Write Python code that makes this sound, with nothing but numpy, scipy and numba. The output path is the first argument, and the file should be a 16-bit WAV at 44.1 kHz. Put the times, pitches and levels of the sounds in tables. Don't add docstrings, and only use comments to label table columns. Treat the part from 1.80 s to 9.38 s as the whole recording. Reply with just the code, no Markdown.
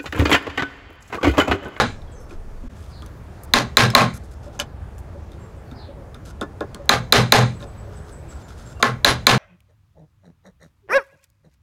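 import sys
import numpy as np
from scipy import signal
from scipy.io import wavfile
from scipy.ndimage import uniform_filter1d
from numba import njit

SR = 44100
rng = np.random.default_rng(int(sys.argv[2]) if len(sys.argv) > 2 else 0)


def generate_wav(signal):
    frames = np.transpose(np.atleast_2d(signal))
    scaled = np.clip(frames, -1, 1) * 32767
    pcm = np.round(scaled).astype(np.int16)
    wavfile.write(sys.argv[1], SR, pcm)


N = 334278
LEAD = SR // 4


def undb(db):
    return 10 ** (np.asarray(db) / 20)


def band(x, hz, width_hz):
    low = max(hz - width_hz / 2, hz / 4)
    top = min(hz + width_hz / 2, .45 * SR)
    return signal.sosfilt(signal.butter(2, [low, top], "band", fs=SR, output="sos"), x)


def ring(modes, scatter_db, size):
    t = np.arange(size) / SR
    hz, db, t60 = np.transpose(modes)[:, :, None]
    level_luck, pitch_luck = rng.standard_normal((2, len(modes), 1))
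    decay = undb(db + scatter_db * level_luck - 60 * t / t60)
    return np.sum(decay * np.sin(2 * np.pi * hz * (1 + .006 * pitch_luck) * t), axis=0)


def push(ms):
    force = np.hanning(max(int(ms * SR / 1000), 1) + 2)[1:-1]
    return force / force.sum()


def grains(size, grain, scatter_db):
    sizes = np.minimum(rng.exponential(size=size // grain + 1), 3)
    x = rng.standard_normal(size) * undb(scatter_db * np.repeat(sizes, grain)[:size])
    return x / x.std()


def walk(rate):
    k = int(SR / rate)
    steps = np.repeat(rng.standard_normal(N // k + 1), k)
    return 1.3 * uniform_filter1d(uniform_filter1d(steps, k), k)[:N]


def add(out, s, sound):
    i = LEAD + int(s * SR)
    out[i:i + len(sound)] += sound[:len(out) - i]


# start_s [s], force_db [dB], thump_db of the bench [dB, before a 3 dB cut],
# knock_db of the timber [dB relative to force]
BLOWS = [(-.075, 9, -7, -2), (1.7369, -2, -10, -5.5), (1.970, 4.5, 2, -4.5), (2.1501, 3.5, 0.5, 1),
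         (5.0929, -4.5, -7, -2.5), (5.3241, 6.5, 1.5, -6), (5.522, 7.5, 3.5, -3), (7.0266, -11, -7.5, 4),
         (7.2466, 0.5, -7.5, -9), (7.468, 5.5, 3, -3)]
BLADE_DB = 4.5


def mallet():
    near, spread, bench = np.zeros((3, N + LEAD))
    size = SR // 3
    t = np.arange(size) / SR
    for s, force_db, thump_db, knock_db in BLOWS:
        blade = undb(BLADE_DB) * ring(BLADE, 2.0, size)
        onset = np.clip((t - .0015) / 0.00076, 0, 1)
        knock = undb(knock_db) * onset * ring(TIMBER, 2.5, size)
        crack = undb(-12 - 60 * t / .012) * rng.standard_normal(size)
        loose = rattle(t)
        direct = blade + knock + crack + undb(-5.5) * loose
        to_barn = undb(-16.5) * blade + undb(-10.5) * knock + undb(-21) * loose
        add(near, s, undb(force_db) * direct)
        add(spread, s, undb(force_db) * to_barn)
        add(bench, s, undb(thump_db - 3) * bench_thump(t))
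    return near, spread, bench


# pitch_hz [Hz, nominal], level_db [dB relative], t60_s [s]
BLADE = [(3990, 4, 0.014), (3640, -4, 0.022), (4060, -26, .12), (4800, -14, 0.035), (6284, -6, 0.013),
         (7045, -19, .05), (8600, -30, 0.04), (10900, -21, 0.03)]
RATTLE_S, RATTLE_HOLD = 0.061, 2.3
CONTACT_MS = .2
SHIVER_DB, SHIVER_TILT_DB = -11, -7


def rattle(t):
    hops = grains(len(t), grain=60, scatter_db=3.2)
    hops = hops * undb(-8 * (t / RATTLE_S) ** RATTLE_HOLD) * np.minimum(t / 0.012, 1)
    shiver = 0
    for hz, _, _ in BLADE:
        mode_db = 4.5 * rng.standard_normal() + SHIVER_TILT_DB * np.log2(hz / 4000)
        shiver = shiver + undb(mode_db) * band(hops, hz, 160)
    softened = np.convolve(hops, push(CONTACT_MS))[:len(t)]
    hiss = undb(-23.0) * band(hops, 9800, 5700) + undb(-30.5) * hops
    return softened + undb(SHIVER_DB) * shiver + hiss


# pitch_hz [Hz, nominal], level_db [dB relative], t60_s [s]
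BENCH = [(123.9, 3, 0.35), (106.4, -5.5, 0.35), (166.6, -12, 0.47), (210.3, -9, 0.38)]


def bench_thump(t):
    swell = np.clip((t - .025) / 0.058, 0, 1) ** 2
    return swell * ring(BENCH, 1.5, len(t))


# start_s [s], ring_db [dB], pitch_hz of the ring [Hz, nominal],
# click_db [dB relative], knock_db of the timber [dB relative], knock_hz, its colour [Hz]
TAPS = [(0.2189, -43, 3700, -54, -51, 231), (0.5082, -38, 2480, -49, -41, 326),
        (1.222, -39, 3360, -37, -37, 248), (1.262, -43, 6200, -35, -45, 304),
        (1.786, -24, 4790, -28, -19.5, 420), (2.1028, -22.5, 5250, -23, -44, 813),
        (2.2082, -6.5, 2520, -37, -20, 415), (2.7921, -22.5, 6440, -32, -29.5, 1340),
        (2.7994, -11, 2990, -15, -27.5, 590), (3.182, -46, 7100, -42, -54, 231),
        (3.5186, -46, 3650, -43, -48, 342), (3.533, -46, 3700, -57, -51, 353),
        (3.914, -42.5, 3710, -44, -39, 253), (4.345, -37, 3560, -37, -37.5, 240),
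        (4.6121, -23.5, 3570, -25.5, -17, 308), (4.807, -33, 3610, -33.5, -21, 423),
        (4.946, -35, 4330, -24, -30.5, 250), (5.5598, -19, 4010, -32, -19, 1380),
        (5.8059, -41, 3830, -58, -36, 240), (5.8263, -34, 3700, -46, -31, 444)]
# pitch_hz [Hz, nominal], level_db [dB relative], t60_s [s]
TIMBER = [(234.8, -11.5, 0.12), (357.6, -32, 0.018), (467.4, -3, 0.047), (628.4, -1, 0.046),
          (758.4, -17, 0.065), (834, 4.5, 0.022), (1070, 2.5, 0.042), (1210, -1, 0.052),
          (1399, 15.5, 0.013), (1660, 5, 0.027), (1723, -10, 0.13), (2024, 9, 0.015), (2366, 4.5, 0.02),
          (3250, -21.5, 0.0322)]
TICK_T60_S = 0.014
TICK_TAIL_DB, TICK_TAIL_T60_S = -15.5, 0.064
CHATTER_S, CHATTER_DB = 0.021, -12.5


def ticks():
    out, rub = np.zeros((2, N + LEAD))
    size = SR // 6
    t = np.arange(size) / SR
    for s, db, hz, click_db, knock_db, knock_hz in TAPS:
        click = undb(click_db - 60 * t / 0.01) * band(rng.standard_normal(size), 5500, 9500)
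        chatter = grains(size, grain=60, scatter_db=2.0) * undb(-8 * (t / CHATTER_S) ** 2)
        drive = chatter / np.sqrt(CHATTER_S * SR)
        timber = signal.fftconvolve(drive, ring(TIMBER, 2.5, size))[:size]
        knock = band(timber, knock_hz, 0.99 * knock_hz) + undb(-8) * band(timber, 1400, 450)
        modes = [(hz, 0, TICK_T60_S), (hz, TICK_TAIL_DB, TICK_TAIL_T60_S)]
        add(out, s, undb(db) * ring(modes, 0., size) + click + undb(knock_db) * knock)
        add(rub, s, undb(db + CHATTER_DB) * band(chatter, 3000, 5007))
    return out, rub


SCRAPE_WIDTH_HZ = 7000
SCRAPE_WOOD_HZ, SCRAPE_WOOD_DB = 1450, 8


def grit(n, hz):
    x = grains(n, grain=120, scatter_db=3.0) * np.minimum(np.arange(n) / (.003 * SR), 1)
    x = band(x, hz, SCRAPE_WIDTH_HZ) + undb(SCRAPE_WOOD_DB) * band(x, SCRAPE_WOOD_HZ, 400)
    return x / x.std()


# start_s [s], length_s [s], level_db [dB relative], centre_hz [Hz]
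SCRAPES = [(0.399, 0.049, -63, 8500), (0.491, 0.061, -57.5, 3040), (0.954, 0.17, -60, 4870),
           (1.632, 0.022, -49, 10500), (2.336, 0.044, -47.5, 7700), (2.434, .03, -61.5, 7000),
           (2.51, 0.034, -58, 6800), (2.628, 0.059, -58.5, 3870), (2.726, 0.057, -57.5, 3930),
           (3.184, 0.024, -59, 10080), (4.45, 0.066, -51.5, 4960), (5.055, 0.005, -56, 9000),
           (5.797, 0.047, -54, 4000), (6.123, .04, -58.5, 2960), (6.245, .04, -62.5, 4000),
           (6.5, 0.037, -54, 3990), (6.591, .04, -56, 3000), (6.68, 0.056, -53, 3000),
           (6.776, 0.055, -56.5, 4440), (6.9, 0.036, -54, 3500), (6.995, 0.022, -50.5, 4000)]
WORK_S, WORK_END_S, WORK_DB, WORK_HZ, WORK_RAGGED_DB = 6.0, 7.1, -66.5, 4500, 4


def scraping():
    out = np.zeros(N + LEAD)
    for s, length, db, hz in SCRAPES:
        n = int(length * SR)
        add(out, s, undb(db) * grit(n, hz) * np.linspace(1, .6, n))
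    n = int((WORK_END_S - WORK_S) * SR)
    level = undb(WORK_DB + WORK_RAGGED_DB * walk(25.2)[:n]) * np.hanning(n) ** 0.19
    add(out, WORK_S, level * grit(n, WORK_HZ))
    return out


# pitch_hz [Hz], width_hz [Hz], level_db [dB relative]
LOOSE_BLADE = [(1420, 300, 0), (3550, 700, -2), (5150, 600, -3), (6300, 700, -2), (7500, 900, -6),
               (9600, 900, -5), (11500, 1500, -5)]
SCRAPE_RING_DB = -3


def handling():
    out, chatter = ticks()
    scrapes = scraping()
    rub = chatter + undb(SCRAPE_RING_DB) * scrapes
    blade = sum(undb(db) * band(rub, hz, width_hz) for hz, width_hz, db in LOOSE_BLADE)
    return out + undb(-2.5) * scrapes + undb(0.5) * rub + blade


# [Hz, nominal]
THUDS = [(0.518, -35.5, 350), (0.838, -31.5, 239), (2.137, -20.5, 1110), (2.664, -34, 585),
         (3.35, -37, 570), (3.919, -30.5, 276), (4.087, -33, 550), (4.997, -33, 560), (6.069, -38, 570),
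         (7.001, -24.5, 1130)]
THUD_T60_S = 0.095


def thuds():
    out = np.zeros(N + LEAD)
    for s, db, hz in THUDS:
        body = ring([(hz, 0, THUD_T60_S), (0.62 * hz, -5, THUD_T60_S)], 0., SR // 6)
        add(out, s, undb(db) * np.convolve(body, push(0.8)))
    return out


# start_s [s], length_s [s], first_hz [Hz], last_hz [Hz], level_db [dB relative]
BIRDS = [(.12, 0.13, 5500, 5500, -66), (.27, 0.023, 3360, 3240, -55), (.31, 0.034, 8800, 6840, -53.5),
         (.33, 0.095, 6310, 6100, -55.5), (.36, 0.085, 5500, 5380, -61), (.76, 0.037, 4600, 4350, -65),
         (1.1, 0.11, 5080, 3430, -50.5), (3.59, 0.08, 7500, 7440, -60), (3.75, 0.055, 9200, 6870, -66),
         (3.84, 0.09, 4800, 4000, -62.5), (3.94, .13, 5060, 3420, -50), (6.95, .06, 2840, 2680, -55)]
# start_s [s], first_hz [Hz], level_db [dB relative]
SONG = [(5.74, 8070, -56), (5.86, 8150, -55), (5.97, 8100, -54.5), (6.15, 8150, -51.5), (6.31, 8150, -47.5),
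        (6.48, 7900, -47.5), (6.621, 7360, -56), (6.85, 7600, -49.5)]
SONG_NOTE_S, SONG_FALL_HZ = 0.0494, 373
# start_s [s], length_s [s], first_hz [Hz], last_hz [Hz], level_db [dB relative]
HOOTS = [(.33, 0.033, 537, 437, -49), (.55, 0.067, 470, 421, -62), (1.15, 0.2, 336, 302, -55),
         (3.42, 0.2, 348, 325, -57), (4.14, 0.098, 633, 466, -57), (5.98, 0.36, 406, 426.5, -57.5),
         (6.4, 0.15, 346, 319, -57)]
FLUTTER_OF_PITCH, FLUTTER_OF_GLIDE = 0.0084, 0.178


def calls():
    out = np.zeros(N + LEAD)
    song = [(s, SONG_NOTE_S, hz, hz - SONG_FALL_HZ, db) for s, hz, db in SONG]
    for s, length, first_hz, last_hz, db in BIRDS + song + HOOTS:
        flutter_hz = FLUTTER_OF_PITCH * first_hz + FLUTTER_OF_GLIDE * abs(first_hz - last_hz)
        n = int(length * SR)
        flutter = uniform_filter1d(rng.standard_normal(n), 60)
        hz = np.linspace(first_hz, last_hz, n) + flutter_hz * flutter / flutter.std()
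        tone = np.sin(2 * np.pi * np.cumsum(hz) / SR)
        add(out, s, undb(db) * np.sqrt(np.hanning(n) * 2) * tone)
    return out


# centre_hz [Hz], t60_s [s], level_db [dB relative]
BARN = [(103.2, 0.5, -0.5), (296, 0.25, 6), (950, 0.2, 3.5), (2390, 0.29, -7), (5000, 0.28, -9.5),
        (9000, 0.4, -12), (14000, 0.098, -38.5)]


def barn(build_ms=6.1, even_s=0.023):
    t, echo = np.arange(SR // 2) / SR, 0
    hz, t60_s, level_db = np.transpose(BARN)
    for f in 90 * 2 ** np.arange(0, 7.6, .5):
        t60 = np.interp(np.log(f), np.log(hz), t60_s)
        db = np.interp(np.log(f), np.log(hz), level_db)
        decay = undb(db - 60 * np.maximum(t - even_s, 0) / t60)
        echo = echo + band(rng.standard_normal(len(t)), f, f * 0.33) * decay
    echo = echo * (1 - np.exp(-t * 1000 / build_ms))
    return echo / np.sqrt(np.sum(echo ** 2))


# start_s [s], level_db [dB], treble_lift_db [dB]
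AMBIENCE = [(0, -34.5, 0.5), (.5, -39.5, 8), (1.599, -36, 7.5), (2.999, -36.5, 3.5), (6, -36.5, 4.5),
            (6.6, -38, 8.5), (7.58, -33.5, 2.5)]
# [dB per Hz, relative]
AIR = [(12, -44), (20, -26.5), (74, 3.5), (113, -8.5), (246, -18), (275, -19.5), (316, -19), (584, -21),
       (1590, -35), (2230, -43.5), (3680, -52), (4350, -52), (7390, -55.5), (15700, -66)]
DROPOUT_S, DROPOUT_WIDTH_S, DROPOUT_DB = .889, .01, -22
DEEP_DB, DEEP_RISE_DB_PER_S, DEEP_AFTER_DB = -45, 18, -56.5


def ambience():
    s, *columns = np.transpose(AMBIENCE)
    t = np.arange(N) / SR
    db, lift_db = (np.interp(t, s, c) for c in columns)
    gap_db = DROPOUT_DB * np.clip(1 - abs(t - DROPOUT_S) / DROPOUT_WIDTH_S, 0, 1)
    deep_db = np.where(t < DROPOUT_S, DEEP_DB + DEEP_RISE_DB_PER_S * t, DEEP_AFTER_DB)
    deep_db = uniform_filter1d(deep_db, size=400)
    out, swell, (hz, colour) = 0, walk(1.0), np.transpose(AIR)
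    for f in 24 * 2 ** np.arange(0, 9.6, .5):
        treble = np.clip(np.log2(f / 500) / 3, 0, 1)
        colour_db = np.interp(np.log(f), np.log(hz), colour)
        band_db = colour_db + lift_db * treble + .6 * swell + 1.5 * walk(12)
        out = out + undb(band_db) * band(rng.standard_normal(N), f, f * 0.37)
    deep = band(rng.standard_normal(N), 22, 12)
    return undb(gap_db) * (undb(db) * out / out.std() + undb(deep_db) * deep / deep.std())


def scene():
    near, spread, bench = mallet()
    hands, birds, echo = handling() + thuds(), calls(), barn()
    short_echo = echo * undb(-60 * np.arange(len(echo)) / SR / 0.12)
    wet = signal.fftconvolve(spread + undb(-2.5) * birds, echo)
    wet = wet + undb(-5.0) * signal.fftconvolve(hands, short_echo)
    mix = near + hands + bench + undb(-3.5) * birds + wet[:N + LEAD]
    return (mix[LEAD:] + ambience())[None]


@njit
def limiter(x, top, attack, release, slope):
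    y, e = np.empty(len(x)), abs(x[0])
    for i in range(len(x)):
        a = abs(x[i])
        e += (a - e) * (attack if a > e else release)
        y[i] = x[i] * (top / max(e, top)) ** slope
    return y


TOP_HZ = 15700


def record(dry):
    rail, attack_s, release_s, slope = undb(9), .0025, .025, .9
    saturated = rail * np.tanh(dry[0] / rail)
    held = limiter(saturated, undb(-8.5), 1 / (attack_s * SR), 1 / (release_s * SR), slope)
    clipped = np.clip(held, -.97, .97)
    return signal.sosfilt(signal.ellip(8, .2, 70, TOP_HZ, fs=SR, output="sos"), clipped)[None]


dry = scene()
out = record(dry)
generate_wav(out)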